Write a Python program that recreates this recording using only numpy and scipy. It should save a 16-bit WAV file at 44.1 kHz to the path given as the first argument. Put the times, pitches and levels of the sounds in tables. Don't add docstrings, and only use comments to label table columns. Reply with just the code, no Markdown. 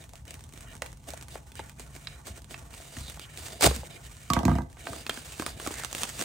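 import sys
import numpy as np
from scipy import signal
from scipy.fft import rfft, irfft
from scipy.io import wavfile

SR = 44100
rng = np.random.default_rng(int(sys.argv[2]) if len(sys.argv) > 2 else 0)


def transcribe(signal):
    frames = np.atleast_2d(signal).T
    limited = np.clip(frames, -1, 1)
    pcm = np.round(limited * 32767).astype(np.int16)
    wavfile.write(sys.argv[1], SR, pcm)


N = 275184

# (s, peak dB, crack above 5 kHz dB, body dB, thump dB, pitch of the body Hz, pitch of the thump Hz)
SNAPS = [(0.134, -32, -9.5, -27, -3.5, 930, 675), (0.155, -31.5, -9.5, -23, -23, 2740, 283), (0.279, -32, -9, -20, -15, 1350, 595),
         (0.307, -25.5, -9.5, -16, -21, 2700, 370), (0.341, -30, -6, -21, -21, 1270, 264), (0.439, -32, -10.5, -18, -14, 3730, 275),
         (0.536, -28.5, -12.5, -17, -15.5, 2160, 262), (0.575, -36.5, -5, -14, -10, 2740, 226), (0.607, -39, -1, -20, -26, 1590, 221), (0.628, -42, -4, -15, -17, 3500, 635),
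         (0.752, -29, -12, -14, -19, 1590, 280), (0.82, -8.5, -18.5, -11.5, -22, 1950, 487),
         (0.861, -27.5, -8.5, -8.5, -28, 2320, 670), (0.918, -34, -13, -19, -6, 1600, 347), (0.972, -44, -4.5, -26, -18, 2140, 258), (1.04, -43, -9, -8, -20, 3250, 237),
         (1.088, -32, -5, -17, -5.5, 2110, 600),
         (1.104, -29.5, -3.5, -17, -18, 926, 630), (1.135, -26.5, -9.5, -12, -3.5, 845, 643), (1.175, -34.5, -3, -18, -20, 1290, 256),
         (1.211, -31, -8, -22, -16, 870, 220), (1.225, -30.5, -7.5, -15, -18, 3140, 630), (1.283, -35, -3, -11, -17, 2130, 222),
         (1.354, -18.5, -31, -8.5, -14, 880, 646), (1.518, -34, -10, -8, -15, 3480, 428), (1.554, -34, -3, -13, -27, 3160, 681),
         (1.593, -23, -15, 0, -8.5, 896, 636), (1.695, -21, -18, -21.5, -37, 2420, 234), (1.796, -26.5, -9.5, -16, -12, 2630, 420),
         (1.963, -30, -7.5, -11.5, -13, 2320, 273), (2.071, -14.5, -35, -7, -50, 3920, 552), (2.268, -28.5, -7, -16, -24, 3120, 293),
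         (2.419, -37, -6, -15, -13, 910, 250), (2.508, -33.5, -10, -5, -6, 3050, 650), (2.542, -21, -25, -5.5, -24, 2610, 670), (2.739, -28.5, -16, -7.5, -31, 2290, 318),
         (2.8, -35.5, -27, -9, -5, 1570, 670), (2.967, -30.5, -19, -4, -2.5, 1840, 242), (3.098, -27, -5, -31, -24, 3820, 221),
         (3.172, -29.5, -20, -9, -8.5, 790, 790), (3.195, -26.5, -9.5, -13, -38, 3460, 323), (3.374, -23, -8.5, -17, -23, 2750, 365),
         (3.483, -28.5, -5.5, -12.5, -32, 2030, 729), (3.609, -7.5, -11.5, -18, -28, 870, 640), (3.623, -11, -3.5, -6, -32, 820, 797),
         (3.629, -2.5, -16, -11, -13.5, 3170, 673), (3.642, -5, -5, -7, -8, 3980, 375), (3.655, -10.5, -21, -3, -21, 780, 650),
         (3.665, -6.5, -23, -5.5, -21, 865, 668), (3.71, -20.5, -23, -6.5, -5, 1100, 460), (3.762, -22.5, -5, -19, -5, 3100, 218),
         (3.832, -29, -28, -5, -4.5, 820, 490), (4.769, -32.5, -21, -9.5, -16, 1550, 736), (4.869, -18, -37, -4, -18.5, 1560, 670),
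         (4.931, -24, -13, -5.5, -6, 1200, 485), (4.961, -30, -6, -21, -6.5, 1610, 290), (5.065, -18, -13.5, -6, -15.5, 2560, 235),
         (5.094, -12.5, -15, -5.5, -14, 1315, 308), (5.096, -15.5, -17, -3.5, -38, 3190, 308), (5.108, -20.5, -39, -11, -9, 2410, 285), (5.173, -23, -13, -7.5, -9, 1590, 255),
         (5.396, -16.5, -15.5, -6.5, -5.5, 1590, 324), (5.421, -19.5, -12, -3.5, -17, 1080, 293), (5.463, -14.5, -9, -7, -40, 1235, 490),
         (5.479, -28.5, -13, -5, -27, 830, 490), (5.599, -22.5, -12, -5.5, -20, 1140, 340), (5.624, -40, -14, -13, 3.5, 1290, 470),
         (5.663, -21.5, -9, -5, -9, 1310, 824), (5.673, -13.5, -12, -9.5, -13.5, 1150, 283), (5.706, -24.5, -24, -3, -1.5, 820, 320),
         (5.74, -24, -8, -20, -13, 1980, 263), (5.835, -23, -8, -2.5, -37, 1380, 567), (5.847, -18.5, -5, -15, -43, 1960, 692), (5.928, -25.5, -1, -22, -23, 5040, 517),
         (5.949, -15.5, -8.5, -17, -17, 2750, 553), (5.981, -22, -6, -31, -31, 1320, 670), (6.033, -10.5, -8.5, -15, -18, 1690, 216),
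         (6.038, -23.5, -11, -7, -13, 2590, 764), (6.051, -25, -13, -27, -11, 1700, 790), (6.193, -25, -5, -19, -2.5, 1370, 220), (6.212, -12, -12.5, -16, -12, 1520, 307)]
# (s, peak dB, handle ring dB, blade ring dB, metal tick dB)
KNOCKS = [(4.301, -15, -10.5, -2, -12.5), (4.334, -23.5, -4, -28, 1.5), (4.365, -11.5, -7.5, -15, -30),
          (4.39, -21, -18, -24, -14.5), (4.431, -18, -11, -24, -27), (4.452, -9.5, -17.5, -40, -19.5),
          (4.463, -17, -34, -33, -44), (4.48, -9.5, -9.5, -26, -32), (4.494, -12.5, -16, -17, -34),
          (4.514, -14, -11, -18, -34), (4.527, -16, -22, -26, -35), (4.553, -16.5, -18, -31, -27),
          (4.584, -18.5, -8, -26, -28), (4.605, -31, -5, -28, -47), (4.619, -26, -18, -39, -25)]
HANDLE = [(502, -0.5, 0.044), (693, 2, 0.12), (820, 6.5, 0.035), (957, 6.5, 0.038), (1174, -1, 0.065), (1280, -1, 0.024), (1590, -2, 0.054), (2022, -7.5, 0.052)]   # (Hz, dB, t60 s)
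COUNTER = [(66.1, -3.5, 0.27), (98.6, 3.5, 0.087), (142.7, 0, 0.14), (190, 1.5, 0.12), (254.3, 3, 0.097), (336, -3.5, 0.16)]   # (Hz, dB, t60 s)
# (s, peak dB)
PUSHES = [(2.299, -32.5), (2.97, -32), (3.001, -35), (3.078, -39.5), (3.654, -16), (3.673, -17.5), (3.689, -25),
          (3.781, -31), (4.312, -40), (4.458, -27), (4.551, -31), (4.895, -33)]
HISS = [(2500, -1.5), (4200, -3.5), (5000, -6.5), (5800, -2), (8500, 0), (10500, -3.5), (12000, -8.5), (14000, -19), (16000, -0.5)]   # (Hz, dB per Hz)
FLEX = [(120, -16), (220, 1), (480, -2), (600, -3.5), (670, 9.5), (750, -3.5), (900, -12.5), (1200, -40.5)]   # (Hz, dB per Hz)
RUMBLE = [(13, -59), (22, -59), (39, -1.5), (60, 4.5), (108, -3.5), (139, 0.5), (171, -11.5), (258, -16), (359, -30),
          (400, -37), (520, -27), (880, -120)]
RUMBLE_DB = -49
PORT_PHASE = [(0, 0), (780, -0.9), (1980, 0.4), (3190, -0.7), (6800, -0.2), (8100, -1.2), (9990, 2.5), (10900, 3.4),
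              (11700, 6.1), (12700, 6.3), (13200, 9.1), (14400, 9.6), (15200, 12.7), (16500, 12.3)]
PORT_BALANCE = [(60, 0), (180, 1), (550, -1), (1650, -4.5), (4970, -2.5), (15000, 1)]   # (Hz, left-right dB)
LIKENESS = [(30, .995), (90, 0.97), (250, 0.88), (1000, 0.34), (4000, 0.47), (10000, 0.97)]   # (Hz, left-right likeness)
ROOM_T60_S, ROOM_DB, WALL_CUT_HZ = 0.33, -13, 8800
CUTOFF_HZ = 16700
HZ = np.fft.rfftfreq(N, 1 / SR) + 1e-3
BLADE = [(1130, 3, 0.24), (1238, 4, 0.068)]   # (Hz, dB, t60 s)
TICK = [(1500, 0.5), (2800, -2.5), (4000, -0.5), (6500, -1.5), (9000, -5), (12000, -10), (16000, -14)]   # (Hz, dB per Hz)
# (s, length s, peak dB, first pitch Hz, last pitch Hz)
ZIPS = [(3.017, 0.1, -48, 4060, 3700), (3.18, 0.08, -51, 3270, 3100), (5.291, 0.064, -50.5, 2770, 2670), (5.725, 0.12, -43, 2017, 1850)]
BASS_CUT_HZ = 44
RUMBLE_WAVER_DB = 1.0
# (s, hold s, hiss dB, rasp of the sheet dB, low flexing dB)
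STROKES = [(0.013, 0.011, -52, -57, -51.5), (0.165, 0.011, -54, -71, -67), (0.282, 0.056, -52.5, -49, -49), (0.447, 0.076, -63.5, -74, -64), (0.557, 0.074, -55, -72, -54),
           (0.663, 0.025, -57.5, -48, -51), (0.698, 0.026, -55, -45.5, -51), (0.833, 0.012, -59.5, -46, -46), (0.872, 0.021, -62, -65, -58), (0.975, 0.07, -67, -65, -64), (1.083, 0.036, -53.5, -56, -51),
           (1.158, 0.055, -57, -51, -55), (1.314, 0.035, -49, -52, -51), (1.48, .01, -57.5, -75, -67), (1.576, 0.025, -50.5, -44, -56),
           (1.64, 0.057, -58.5, -57, -72), (1.798, 0.022, -50.5, -65, -52), (1.866, .04, -60.5, -68, -56), (1.934, 0.022, -53.5, -66, -53.5), (2.005, .025, -55.5, -73, -64), (2.045, 0.096, -54, -57, -54),
           (2.13, 0.074, -60.5, -52, -54), (2.271, 0.022, -46, -66, -45), (2.349, 0.031, -56, -57, -60), (2.513, 0.0059, -48, -56, -47.5), (2.578, .16, -59.5, -58, -53.5),
           (2.739, 0.23, -51, -67, -56.5), (2.967, 0.16, -47.5, -53, -74), (3.218, 0.017, -50.5, -46, -69), (3.293, 0.049, -54, -49, -56), (3.386, 0.082, -43, -51, -50),
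           (3.504, 0.17, -50, -51, -47), (3.904, 0.06, -52, -47.5, -47), (4.034, 0.032, -52, -57, -65), (4.128, 0.23, -54, -72, -71),
           (4.363, 0.045, -68, -33, -28), (4.489, 0.087, -54, -44, -34.5), (4.777, .08, -54, -53.5, -63), (4.877, 0.054, -44.5, -50, -35), (4.956, 0.064, -48, -48, -72),
           (5.132, 0.064, -46, -49, -57), (5.256, 0.14, -45, -60, -58), (5.413, 0.015, -47, -46, -51), (5.468, 0.037, -46.5, -45, -63),
           (5.54, 0.036, -52.5, -57, -44), (5.602, 0.12, -46, -56, -56), (5.732, 0.066, -43.5, -54, -51), (5.83, 0.025, -44, -47, -62), (5.875, 0.052, -48.5, -56, -67), (5.95, 0.035, -42, -45, -61), (5.985, 0.028, -39, -48, -54),
           (6.074, 0.22, -42, -48, -57), (6.202, .03, -40, -52, -42)]
REST_DB = [-66.5, -56.5, -62]
RASP_HZ, RASP_OCTAVES_PER_DB = 1890, 0.19
# (s, hiss dB, rasp dB, flexing dB)
SLASH = [(3.594, -60, -49, -40), (3.607, -41, -44, -37), (3.612, -31, -19, -51), (3.619, -33, -23, -42), (3.634, -19, -24, -26),
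         (3.645, -25.5, -29, -10.5), (3.662, -23.5, -24, -22), (3.672, -31, -31, -20), (3.69, -38.5, -34, -40),
         (3.72, -41, -46, -51), (3.875, -54, -61, -58)]
SNAP_SCATTER_DB = 2
TICKS, TICK_DB = 80, -45
TICK_PARTS_DB = [-3, -14, -18]
ZIP_PEAK_SHARE, ZIP_EDGE_DB = 0.79, -10
RISE_DB_PER_S = 450
FALL_DB_PER_S = [235, 180, 169]


def amp(db):
    return 10 ** (np.asarray(db) / 20)


def rms_one(x):
    return x / np.sqrt(np.mean(x ** 2) + 1e-20)


def in_time(rows):
    s, *columns = np.transpose(rows)
    return [np.interp(np.arange(N) / SR, s, c) for c in columns]


def at_hz(points, hz):
    points = np.array(points, float)
    return np.interp(np.log(hz), np.log(points[:, 0] + 1), points[:, 1])


def drift(rate):
    r = np.exp(-80 * np.pi * rate / SR)
    slow = signal.lfilter([1], [1, -2 * r, r * r], rng.standard_normal(N // 40 + 2002))[2000:]
    return np.interp(np.arange(N) / 40, np.arange(len(slow)), rms_one(slow))


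def colour(x, spectrum):
    return irfft(rfft(x) * rms_one(amp(at_hz(spectrum, HZ))), N)


def ring(clicks, hz, t60):
    r, w = amp(-60 / (t60 * SR)), 2 * np.pi * hz / SR
    return signal.lfilter([0, np.sin(w)], [1, -2 * r * np.cos(w), r * r], clicks + 1e-18)


def train(times, sizes):
    out = np.zeros(N)
    np.add.at(out, np.minimum((np.asarray(times) * SR).astype(int), N - 1), sizes)
    return out


def stereo_noise():
    mid, side = rfft(rng.standard_normal((2, N)))
    alike = np.clip(at_hz(LIKENESS, HZ), 0, 1)
    return irfft((np.sqrt(1 + alike) * mid + np.sqrt(1 - alike) * side * [[1], [-1]]) / np.sqrt(2), N)


def grains(per_s, spread_db, t60):
    born = rng.random(N) < per_s * amp(6 * drift(15)) / SR
    return rms_one(dying(born * amp(spread_db * np.minimum(rng.exponential(1, N), 4)), t60))


def rustle():
    hiss_db, rasp_db, flex_db = rubbing()
    rasp_hz = RASP_HZ * 2 ** (RASP_OCTAVES_PER_DB * np.clip(hiss_db + 55, -15, 8))
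    crackle = grains(per_s=180.0, spread_db=1.0, t60=0.01)
    swell_db = 1.2 * drift(15)
    noise = stereo_noise()
    out = amp(hiss_db + swell_db + 1.54 * drift(35)) * colour(noise * (1.153 + .5 * crackle), HISS)
    out += amp(flex_db + swell_db) * colour(noise * (0.26 + 0.17 * crackle), FLEX)
    rough, edges = noise * (1.0 + 0.1 * crackle), np.geomspace(800, 5200, 9)
    for low, high in zip(edges, edges[1:]):
        band = signal.sosfilt(signal.butter(2, [low, high], "band", fs=SR, output="sos"), rough)
        octaves = np.log2(np.sqrt(low * high) / rasp_hz)
        patch_db = 1.5 * drift(20)
        out += amp(rasp_db - 8.5 - 13.7 * octaves ** 2 + swell_db + patch_db) * rms_one(band)
    return out


def snaps():
    rows = np.vstack([SNAPS, faint_snaps()])
    s, peak_db, crack_db, body_db, thump_db, body_hz, thump_hz = rows[np.argsort(rows[:, 0])].T
    pitches = np.geomspace(230, 5200, 26)
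    luck = rng.standard_normal((len(s), len(pitches), 2))
    out = crack(s, peak_db + crack_db - 1.0, colour(stereo_noise(), HISS), t60=0.0047)
    sheet = pops(s + .0007, peak_db + body_db - 5, body_hz, cycles=9.6) + pops(s + .0015, peak_db + thump_db - 1.5, thump_hz, cycles=7.4)
    for k, hz in enumerate(pitches):
        body = amp(body_db - 15.0 - 3.3 * np.log2(hz / body_hz) ** 2)
        thump = amp(thump_db - 12 - 25.0 * np.log2(hz / thump_hz) ** 2)
        size = amp(peak_db + 0.7 * luck[:, k, 0]) * np.sign(luck[:, k, 1])
        late_s = .0005 + 0.68 / hz
        sheet += ring(train(s + late_s, size * (body + thump)), hz, 0.021 + 3.7 / hz)
    latest = np.maximum(np.searchsorted(s, np.arange(N) / SR) - 1, 0)
    place_db = SNAP_SCATTER_DB * rng.standard_normal(len(s))[latest]
    return (out + sheet) * amp([place_db / 2, -place_db / 2])


def struck(times, level_db, modes, scatter_db):
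    luck = rng.standard_normal((len(times), len(modes)))
    return sum(ring(train(times, amp(level_db + db + scatter_db * luck[:, k]) * (-1) ** k), hz, t60)
               for k, (hz, db, t60) in enumerate(modes))


def knife():
    s, peak_db, handle_db, blade_db, tick_db = np.transpose(KNOCKS)
    scatter_db = 2
    rings = struck(s, peak_db + handle_db - 9, HANDLE, scatter_db) + struck(s, peak_db + blade_db - 8, BLADE, scatter_db / 2)
    tick = crack(s, peak_db + tick_db + 2.5, colour(stereo_noise(), TICK), t60=0.0066)
    return rings + tick + soften(struck(s, peak_db - 11, COUNTER, scatter_db), 710)


def pushes():
    s, peak_db = np.transpose(PUSHES)
    return soften(struck(s, peak_db + 10, COUNTER, 1.0), 47.3)


def room(x):
    t = np.arange(int(SR * .5)) / SR
    tail = rng.standard_normal((2, len(t))) * amp(-60 * t / ROOM_T60_S) * (t > .004)
    tail = signal.lfilter([1], [1, -np.exp(-2 * np.pi * WALL_CUT_HZ / SR)], tail)
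    tail = signal.sosfilt(signal.butter(2, 250, "high", fs=SR, output="sos"), tail)
    tail /= np.sqrt(np.sum(tail ** 2, axis=1, keepdims=True))
    return signal.fftconvolve(x, tail, axes=1)[:, :N]


def dying(clicks, t60):
    return signal.lfilter([1], [1, -amp(-60 / (t60 * SR))], clicks + 1e-18)


def crack(times, level_db, noise, t60):
    clicks = train(times + 0.00041, amp(level_db))
    return noise * (2.98 * (dying(clicks, t60) - dying(clicks, t60 / 3)) + amp(-9.0) * dying(clicks, 0.06))


def soften(x, hz):
    r = np.exp(-2 * np.pi * hz / SR)
    return signal.lfilter([(1 - r) ** 2], [1, -2 * r, r * r], x)


def zips():
    out, t = np.zeros(N), np.arange(N) / SR
    for s, length, peak_db, first_hz, last_hz in ZIPS:
        share = (t - s) / length
        level_db = peak_db + np.interp(share, [0, np.clip(ZIP_PEAK_SHARE, .1, .9), 1], [ZIP_EDGE_DB, 0, ZIP_EDGE_DB])
        turn = 2 * np.pi * np.cumsum(np.interp(share, [0, 1], [first_hz, last_hz])) / SR
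        slow = soften(rng.standard_normal((2, N)), 350)
        out += amp(level_db) * rms_one(slow[0] * np.cos(turn) + slow[1] * np.sin(turn)) * ((share > 0) & (share < 1))
    return out


def pops(times, level_db, pitch_hz, cycles):
    out, t = np.zeros(N + 4096), np.arange(4096) / SR
    for s, size, hz in zip(times, amp(level_db), pitch_hz):
        swell = (1 - np.exp(-1.5 * hz * t)) * amp(-60 * t / (0.02 + cycles / hz))
        out[int(s * SR):int(s * SR) + 4096] += size * swell * np.sin(2 * np.pi * hz * t)
    return out[:N]


def rubbing():
    t = np.arange(0, N, 40) / SR
    s, hold, *levels_db = np.transpose(STROKES)[:, :, None]
    early, late = np.maximum(s - t, 0), np.maximum(t - s - np.abs(hold), 0)
    at, *slash_db = np.transpose(SLASH)
    power = [np.sum(amp(db - RISE_DB_PER_S * early - fall * late) ** 2, axis=0) + amp(rest_db) ** 2
             + amp(np.interp(t, at, cut_db, -200, -200)) ** 2
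             for db, fall, rest_db, cut_db in zip(levels_db, FALL_DB_PER_S, REST_DB, slash_db)]
    return in_time(np.transpose([t, *(10 * np.log10(power))]))


def faint_snaps():
    luck = rng.random((TICKS, 4))
    parts_db = np.ones((TICKS, 1)) * TICK_PARTS_DB
    return np.column_stack([luck[:, 0] * N / SR, TICK_DB + 12 * (luck[:, 1] - .5), parts_db, 800 * 4.5 ** luck[:, 2], 220 * 3 ** luck[:, 3]])


def scene():
    hits = snaps() + knife() * amp([[-1], [1]]) + pushes()
    rumble = amp(RUMBLE_DB + RUMBLE_WAVER_DB * drift(3.0)) * colour(stereo_noise(), RUMBLE)
    return hits + amp(ROOM_DB) * room(hits) + rustle() + zips() + rumble


def record(dry):
    phase = np.interp(HZ, *np.transpose(PORT_PHASE))
    half = amp(at_hz(PORT_BALANCE, HZ) / 2) * np.exp(.5j * phase)
    ports = irfft(rfft(dry) * [half, 1 / half], N)
    ports = signal.sosfilt(signal.butter(2, BASS_CUT_HZ, "high", fs=SR, output="sos"), ports)
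    return signal.sosfilt(signal.cheby2(12, 70, CUTOFF_HZ, fs=SR, output="sos"), np.clip(ports, -1, 1))


dry = scene()
out = record(dry)
transcribe(out)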